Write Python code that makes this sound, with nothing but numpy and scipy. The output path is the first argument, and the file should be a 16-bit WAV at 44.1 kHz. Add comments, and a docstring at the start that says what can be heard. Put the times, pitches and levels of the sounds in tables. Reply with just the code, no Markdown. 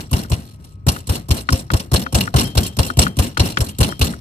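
"""Pestle pounding food in a wooden mortar

A wooden pestle pounds food in a small mortar on a light table outdoors, close to a two-port microphone.
Each blow lands twice, on the food and then at the bottom: damped swings and short wood modes thump the
table, which trembles on as shaped noise. The food crunches and grinds as grains of noise through bowl
resonances. The pestle also knocks on the rim (short modes and a crack), and metal bangles on the holding
wrist chime faintly (longer modes). Behind it lie a low rumble and one faint tone."""
import sys
import numpy as np
from scipy import signal
from scipy.fft import rfft, irfft, next_fast_len
from scipy.io import wavfile

SR = 44100
rng = np.random.default_rng(int(sys.argv[2]) if len(sys.argv) > 2 else 0)


def materialize(psi):
    """Save the field psi as 16-bit PCM at rate SR to the path in sys.argv[1].

    A 1-D psi becomes a single channel; in a 2-D psi each row is a channel.
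    """
    bounded = np.clip(np.atleast_2d(psi).T, -1, 1)
    quanta = np.round(bounded * 32767).astype(np.int16)
    wavfile.write(sys.argv[1], SR, quanta)


def gain_from_db(level_db):
    """Turn a decibel level (scalar or array-like) into a linear amplitude factor."""
    decades = np.asarray(level_db, float) / 20
    return 10 ** decades


N = 185423
FFT_SIZE = next_fast_len(N + 4096)
HZ = np.fft.rfftfreq(FFT_SIZE, 1 / SR)
TIME = np.arange(N) / SR


def curve(points):
    """A table over frequency, joined on a log axis."""
    hz, value = np.transpose(points)
    return np.interp(np.log(HZ + 1), np.log(hz + 1), value)


def coloured(x, response):
    """Applies a frequency response."""
    return irfft(rfft(x, FFT_SIZE) * response, FFT_SIZE)[..., :N]


def noise(response):
    """Two unrelated strands of coloured noise, rms 1."""
    x = coloured(rng.standard_normal((2, N)), response)
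    return x / x.std()


def add(mix, start_s, sound):
    """Mixes a sound in at its start time."""
    part = mix[..., round(start_s * SR):][..., :sound.shape[-1]]
    part += sound[..., :part.shape[-1]]


def ring(modes, scatter_db, tilt_db=0):
    """One strike on a set of decaying modes, peak 1 in the first strand; tilt_db lifts those above 2.2 kHz."""
    t = np.arange(round(.4 * SR)) / SR
    sound = np.zeros((2, len(t)))
    for hz, db, t60_s in modes:
        chance, phase_1, phase_2 = rng.standard_normal(3)
        level_db = db + scatter_db * chance + tilt_db * (hz > 2200) - 60 * t / t60_s
        phase = 0.62 * np.array([[phase_1], [3 * phase_2]])
        sound += gain_from_db(level_db) * np.sin(2 * np.pi * hz * t + phase)
    sound *= 1 - np.exp(-t / 0.0013)  # soft contact
    return sound / abs(sound[0]).max()


# colour of the outdoor background: hz, level_db
AIR_COLOUR = [(26, -24), (52, -6), (86, 0), (132, -4), (225, -19), (510, -32), (710, -41), (1120, -37),
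              (1620, -48), (2520, -46), (3300, -63), (12000, -75)]
AIR_DB = -36  # rms
TONE_HZ, TONE_DB = 1272, -61  # rms


def outdoors():
    """Low rumble of the surroundings as shaped noise, and one faint steady sine."""
    out = AIR_RUMBLE = gain_from_db(AIR_DB) * noise(gain_from_db(curve(AIR_COLOUR)))
    out[0] += gain_from_db(TONE_DB) * np.sqrt(2) * np.sin(2 * np.pi * TONE_HZ * TIME)
    return out


# the hand leans on the pestle, then lifts it: start_s, lean_s, grind_db, grind_at_lift_db, tremble_db
LEANS = [(0.0, 0.016, -23, -34.5, -25), (0.159, 0.088, -25.5, -38.5, -19.5),
         (0.351, .2, -36.5, -55.5, -26.5), (.595, 0.13, -59, -51.5, -42.5), (0.909, 0.091, -31, -38.5, -23),
         (1.119, 0.076, -26, -39.5, -20.5), (1.334, 0.075, -34, -35.5, -20.5),
         (1.549, 0.079, -27, -42, -23), (1.765, 0.098, -28, -47.5, -24.5), (1.965, 0.072, -29, -34, -17.5),
         (2.175, 0.088, -21, -33.5, -14.5), (2.383, 0.098, -16, -33, -12.5),
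         (2.6, 0.081, -25.5, -32, -17.5), (2.819, 0.09, -22.5, -35.5, -19.5),
         (3.024, 0.056, -17, -34, -15.5), (3.215, 0.063, -24, -30, -17), (3.423, 0.089, -27.5, -28, -15.5),
         (3.635, 0.079, -44, -40.5, -24.5), (3.833, 0.085, -21, -34, -15.5), (4.043, .085, -19, -35, -15.5)]
GRIND_RISE_DB_PER_S, LIFT_DB_PER_S = 1501, 552
SETTLE_DB, SETTLE_TREBLE_DB, SETTLE_DB_PER_S = -6, -5.5, 121  # crumbs settle after the lift
TREMBLE_RISE_DB_PER_S, TREMBLE_LEAN_DB_PER_S, TREMBLE_FREE_DB_PER_S = 1004, 118, 254
THROB_HZ, THROB_DB, THROB_LAG_S = 45.1, 2.5, .012  # the pestle rocks under the hand


def leaning():
    """Levels of grinding, its treble and tremble: each swells in, changes under the hand, dies after the lift."""
    power = np.zeros((3, N))
    for start_s, lean_s, grind_db, lift_db, tremble_db in LEANS:
        early = np.maximum(start_s - TIME, 0)
        held = np.clip(TIME - start_s, 0, lean_s)
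        since_lift = np.maximum(TIME - start_s - lean_s, 0)
        pressed_db = grind_db + (lift_db - grind_db) * held / lean_s - GRIND_RISE_DB_PER_S * early
        throb_db = THROB_DB * np.cos(2 * np.pi * THROB_HZ * (TIME - start_s - THROB_LAG_S))
        lifted_db = throb_db - LIFT_DB_PER_S * since_lift
        settle_db = SETTLE_DB - SETTLE_DB_PER_S * since_lift
        grind = pressed_db + np.maximum(lifted_db, settle_db)
        treble = pressed_db + np.maximum(lifted_db, settle_db + SETTLE_TREBLE_DB)
        tremble = tremble_db - TREMBLE_RISE_DB_PER_S * early
        tremble = tremble - TREMBLE_LEAN_DB_PER_S * held - TREMBLE_FREE_DB_PER_S * since_lift
        power += gain_from_db([grind, treble, tremble]) ** 2
    return np.sqrt(power)


def thump(hz, lead, crest, order):
    """A soft push swings the table top: it builds up for a cycle and is damped at once; lead, crest in cycles."""
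    cycles = np.arange(0, 6, hz / SR)
    swell = (cycles / crest * np.exp(1 - cycles / crest)) ** order
    return -swell * np.cos(2 * np.pi * (cycles - lead))


# the table's swing as the pestle lands on the food: time_s, level_db
LANDINGS = [(0.1282, -8), (0.316, -8), (0.879, 0.5), (1.088, -15), (1.302, -8.5), (1.5208, -6.5),
            (1.7321, -8), (1.9314, -2), (2.1415, -5.5), (2.3546, 2), (2.5675, -6), (2.787, -8),
            (2.9851, 0.5), (3.1838, -7), (3.3933, -10), (3.6025, -8), (3.803, -3.5), (4.009, -8.5)]
# the table's swing as the pestle bottoms out: time_s, level_db, pitch_hz
BOTTOMS = [(0.1427, -5.5, 97), (0.3315, -7, 95), (0.893, -7.5, 84), (1.105, -8, 92), (1.3175, -4, 91),
           (1.536, -5, 93), (1.7474, -4.5, 93), (1.9466, -6.5, 85), (2.1575, -7, 81.5), (2.369, -8.5, 83.5),
           (2.5839, -4.5, 83), (2.8028, -4.5, 91), (2.9994, -5, 79), (3.2, -4.5, 88), (3.4089, -3.5, 97),
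           (3.62, -8.5, 92.5), (3.819, -5, 92), (4.0258, -5.5, 82)]
# modes of table and mortar together: pitch_hz, level_db, t60_s
WOOD = [(181.9, -0.5, 0.088), (252.8, -2, 0.085), (339, -6, 0.039), (529, -17.5, 0.23), (687, -21.5, 0.21),
        (840, -22, 0.043), (1052, -4.5, 0.023)]
# colour of the trembling table: hz, level_db
TREMBLE_COLOUR = [(25, -49), (50, -2.5), (110, -2), (200, 0), (300, -6.5), (500, -17.5), (700, -18.5),
                  (1070, -25.5), (2000, -26.5), (3000, -41.5)]
LANDING_HZ = 119.6
SAG_HZ, SAG_DB = 68.4, -1.7  # slowest swing of the table; level against the thump


def table(tremble):
    """Two thumps a blow, the second with a slow sag of the top; each rings the wood, and the top trembles on."""
    out = noise(gain_from_db(curve(TREMBLE_COLOUR))) * tremble
    for time_s, db in LANDINGS:
        add(out[0], time_s - 1.2 / LANDING_HZ, gain_from_db(db) * thump(LANDING_HZ, 1.2, 1.25, order=5))
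        add(out, time_s - .013, gain_from_db(db - 10) * ring(WOOD, 2.5))
    for time_s, db, hz in BOTTOMS:
        add(out[0], time_s - .8 / hz, gain_from_db(db) * thump(hz, .8, .95, order=3))
        add(out[0], time_s - 0.844 / SAG_HZ, gain_from_db(db + SAG_DB) * thump(SAG_HZ, 0.73, 0.73, order=3))
        add(out, time_s - .011, gain_from_db(db - 5) * ring(WOOD, 1.7))
    return out


def grit(per_s, spread_db, decay_ms):
    """Envelope of many small fractures of very uneven size, mean power 1."""
    happens = rng.random(N) < per_s / SR
    sizes = gain_from_db(spread_db * np.minimum(rng.exponential(1, N), 4)) * happens
    power = signal.lfilter([1], [1, -np.exp(-1000 / (decay_ms * SR))], sizes ** 2)
    return np.sqrt(power / power.mean())


def burst(db, bright_db, body_db, crest_s):
    """Power of one burst below and above 6.5 kHz and in the wood, which sounds longer."""
    crests = crest_s * np.array([[1], [1], [1.6]])
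    u = np.arange(round(.1 * SR)) / SR / crests
    levels = gain_from_db([[db], [db + bright_db], [db + body_db]])
    return ((u * np.exp(1 - u)) ** 0.81 * levels) ** 2


# bursts of cracking food: time_s, level_db, brightness_db and dull_body_db (both against level_db)
CRUNCHES = [(0.0097, -31, 4, -14), (0.132, -13.5, -0.5, -7), (0.191, -21.5, -8, -13.5),
            (0.3187, -17, -3.5, -7), (0.3335, -18, -4, -25), (.538, -45, 0, -10), (0.644, -41, 3.5, -8),
            (0.886, -7, -1.5, -12.5), (0.919, -25.5, 6, -9), (1.0937, -16.5, -1, -4.5),
            (1.155, -18, 1, -12), (1.3088, -7.5, -1.5, -14), (1.3455, -25, 1, -11.5),
            (1.3693, -21, -1, -8.5), (1.407, -33, 8.5, -22), (1.525, -11.5, -3, -10.5),
            (1.593, -24.5, -0.5, -18), (1.7369, -12, -4.5, -4.5), (1.7988, -17, -5.5, -16),
            (1.936, -6, 0, -8), (1.9606, -11, -7, -23), (2.018, -25, 1.5, -10.5), (2.148, -6.5, -1, -9.5),
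            (2.2089, -14.5, -2, -19), (2.363, -8.5, -3, -10), (2.386, -13, -25, -8),
            (2.574, -4, -5.5, -11.5), (2.632, -26, 7.5, -22), (2.6653, -24, 7.5, -27),
            (2.7904, -9, -3, -7.5), (2.866, -27, 11, -10), (2.9912, -5, -0.5, -9),
            (3.018, -7.5, -1.5, -12.5), (3.1897, -9.5, 0.5, -8), (3.3971, -7, -5.5, -7.5),
            (3.4364, -28, -1, -21), (3.4585, -20, -3, -7), (3.607, -14, 3, -6), (3.6434, -28.5, 7, -5),
            (3.6656, -28.5, 2, -16), (3.688, -25.5, 4, -17), (3.8064, -10.5, 1.5, -4),
            (3.8317, -7, -8, -16), (3.884, -28, 0, 1), (4.0152, -4.5, -4, -12.5)]
# short ticks of the pestle meeting the food: time_s, level_db, dull_body_db (against level_db)
TOUCHES = [(0.1128, -29, -10.5), (0.3, -34, -6.5), (0.8674, -22.5, -0.5), (1.072, -27, -15),
           (1.2864, -24.5, -8.5), (1.5046, -20.5, -11), (1.7153, -21, -10), (1.917, -23, -1),
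           (2.1261, -24, -4), (2.3423, -19.5, 3.5), (2.5526, -19.5, -5.5), (2.769, -23.5, -10),
           (2.9712, -20, -14), (3.1694, -24, -18), (3.3756, -16.5, -9), (3.5856, -24.5, -1.5),
           (3.7865, -21, -19), (3.9945, -24, -11)]
# colour of the cracking: hz, level_db
CRACKLE_COLOUR = [(1000, -14.5), (2000, -16.5), (3000, -2.5), (6000, -6), (9000, -9.5), (13500, -26),
                  (15500, -5), (17000, -52)]
# dull colour of the wooden mortar: hz, level_db
BODY_COLOUR = [(150, 0.5), (300, 4.5), (550, 5), (700, 3), (1080, -2), (1500, -4.5), (2200, -15),
               (4000, -29)]
# air and wall resonances of the bowl: pitch_hz, width_hz, level_db
BOWL = [(525, 25, 2.5), (688, 110, -2.5), (1068, 57, 0.5), (2815, 220, -4.5), (3400, 1200, -16.5),
        (4177, 265, -4), (5427, 300, -5), (6200, 154, -31), (7070, 193, -9.5), (7925, 280, -3),
        (8770, 460, -9.5), (9610, 260, -10.5), (9980, 590, -15.5), (11050, 440, -15.5), (11960, 500, -12),
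        (13460, 430, -13)]
TOUCH_TREBLE_DB = -19.5  # the same for every touch


def food(pressure):
    """Bursts and grinding of small fractures; each resonance of bowl and wood is rung by its own grains."""
    power = np.zeros((3, N))
    for time_s, db, body_db in TOUCHES:
        add(power, time_s - .002, burst(db, TOUCH_TREBLE_DB - db, body_db, crest_s=.003))
    for time_s, *levels in CRUNCHES:
        add(power, time_s - .003, burst(*levels, crest_s=.0048))
    grind = pressure[[0, 1, 0]] * grit(900, 3.5, 2) * gain_from_db([[3], [2.5], [-9]])
    low, high, dull = np.sqrt(power * grit(2500, 2, 0.9) ** 2 + grind ** 2)

    out = dull * noise(gain_from_db(curve(BODY_COLOUR)))
    upper = 1 / (1 + (6500 / (HZ + 1)) ** 8)  # share of power in the upper band
    for level, share in ((low, 1 - upper), (high, upper)):
        crackle = level * rng.standard_normal((2, N))
        out += coloured(crackle, gain_from_db(curve(CRACKLE_COLOUR) + 1.5) * np.sqrt(share))
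    for hz, width_hz, db in BOWL:
        level = dull if hz < 1500 else low if hz < 6500 else high
        grains = level * grit(200, 4.24, 5.8) * rng.standard_normal((2, N))
        out += coloured(grains, gain_from_db(db + 9.5) / (1 + 2j * (HZ - hz) / width_hz))
    return out


# bangles touching: start_s, level_db
CLINKS = [(.212, -39), (2.052, -34), (2.445, -17.5), (2.63, -21), (2.875, -29), (3.031, -21.5),
          (3.686, -33.5), (3.894, -22.5)]
# modes of a bangle: pitch_hz, level_db, t60_s
BANGLE = [(3161, 0, .32), (4211, -9, .14), (4957, -8, .16), (8772, -15, .13), (11112, -14, .14)]


def bangles():
    """Thin metal rings touch each other as the wrist is shaken, and their modes ring."""
    out = np.zeros((2, N))
    for start_s, db in CLINKS:
        add(out[0], start_s, gain_from_db(db) * ring(BANGLE, 1)[0])
    return out


# pestle against the rim: start_s, level_db, sharpness_db (treble of the ring; half of it goes to the crack)
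KNOCKS = [(0.248, -32, -19), (0.9633, -24, -4), (1.489, -7.5, -3), (1.7027, -15, -6), (2.064, -18.5, -11),
          (2.276, -19.5, -16), (2.9017, -15.5, -21), (3.0668, -13, -9), (3.3715, -12.5, -2),
          (3.5718, -8.5, 4.5), (3.922, -22, -14.5), (4.136, -30, -27)]
# modes of the rim: pitch_hz, level_db, t60_s
RIM = [(970, -3.5, 0.016), (1267, 4.5, 0.022), (1440, 7, 0.022), (1728, 4, 0.014), (1857, -3, 0.018),
       (2330, -5.5, 0.019), (2685, -10.5, 0.023), (3100, -11.5, 0.03), (3260, -4.5, 0.018),
       (4070, -6, 0.011), (4600, -16, 0.0073)]


def rim():
    """Dry wooden knocks: short modes, a crack of noise, and a shove that rings the table."""
    out = np.zeros((2, N))
    t = np.arange(round(.05 * SR)) / SR
    band = signal.butter(2, [1000, 4000], "bandpass", fs=SR, output="sos")
    for start_s, db, sharp_db in KNOCKS:
        hiss = rng.standard_normal((2, len(t))) * gain_from_db(sharp_db / 2 - 60 * t / .035)  # falls 60 dB in 35 ms
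        crack = signal.sosfilt(band, hiss)
        add(out[0], start_s, gain_from_db(db + 9) * ring(RIM, 0.72, sharp_db + 0.5)[0])
        add(out, start_s, gain_from_db(db + 3) * crack)
        add(out, start_s + 0.0039, gain_from_db(db - 5) * ring(WOOD, 5.4))
    return out


# likeness between the microphone ports: hz, likeness (0-1)
ALIKE = [(100, 0.96), (400, 0.93), (1200, 0.54), (3000, 0.33), (9000, 0.34), (10800, 0.7), (13000, 1),
         (13800, .6), (15000, 0.99)]
# phase by which the left port leads: hz, lead_rad
LEAD = [(0, 0), (1810, 3.6), (3190, 7.9), (4130, 6.4), (4910, 3.1), (6290, 4.5), (7490, 2.7), (7920, 4.2),
        (8790, 1.2), (9730, 1.1), (10700, 0.1), (13000, -0.0), (14200, -2.8), (16100, -3.2)]
# left port over right: hz, level_db
LOUDER = [(60, 1.5), (120, 1.5), (240, 1.0), (480, 3.0), (950, 5.0), (1890, 2.0), (3770, 0.5), (7520, -1.5),
          (15000, -0.5)]


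def scene():
    """The left port hears the first strand, the right a blend of both; phase and level differ over frequency."""
    levels = leaning()
    first, second = outdoors() + table(levels[2]) + food(levels) + bangles() + rim()
    alike = np.clip(curve(ALIKE), 0, 1)
    lead_rad = np.interp(HZ, *np.transpose(LEAD))
    half = gain_from_db(curve(LOUDER) / 2) * np.exp(.5j * lead_rad)  # each port takes half the difference
    left = coloured(first, half)
    right = coloured(first, alike / half) + coloured(second, np.sqrt(1 - alike ** 2) / half)
    return np.array([left, right])


def band_limit(x):
    """A steep low-pass at the top of the band."""
    return signal.sosfilt(signal.butter(12, 16500, fs=SR, output="sos"), x)


def record(dry):
    """Soft limit of the converter, then the microphone's band edges near 29 Hz and 16 kHz."""
    limited = 1.18 * np.tanh(dry / 1.537)
    edge = 1 / (1 + (HZ / 16000) ** 60)
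    edge = edge / (1 + (29 / (HZ + 1)) ** 4)
    mix = coloured(limited, edge)
    return band_limit(mix)


dry = scene()
out = record(dry)
materialize(out)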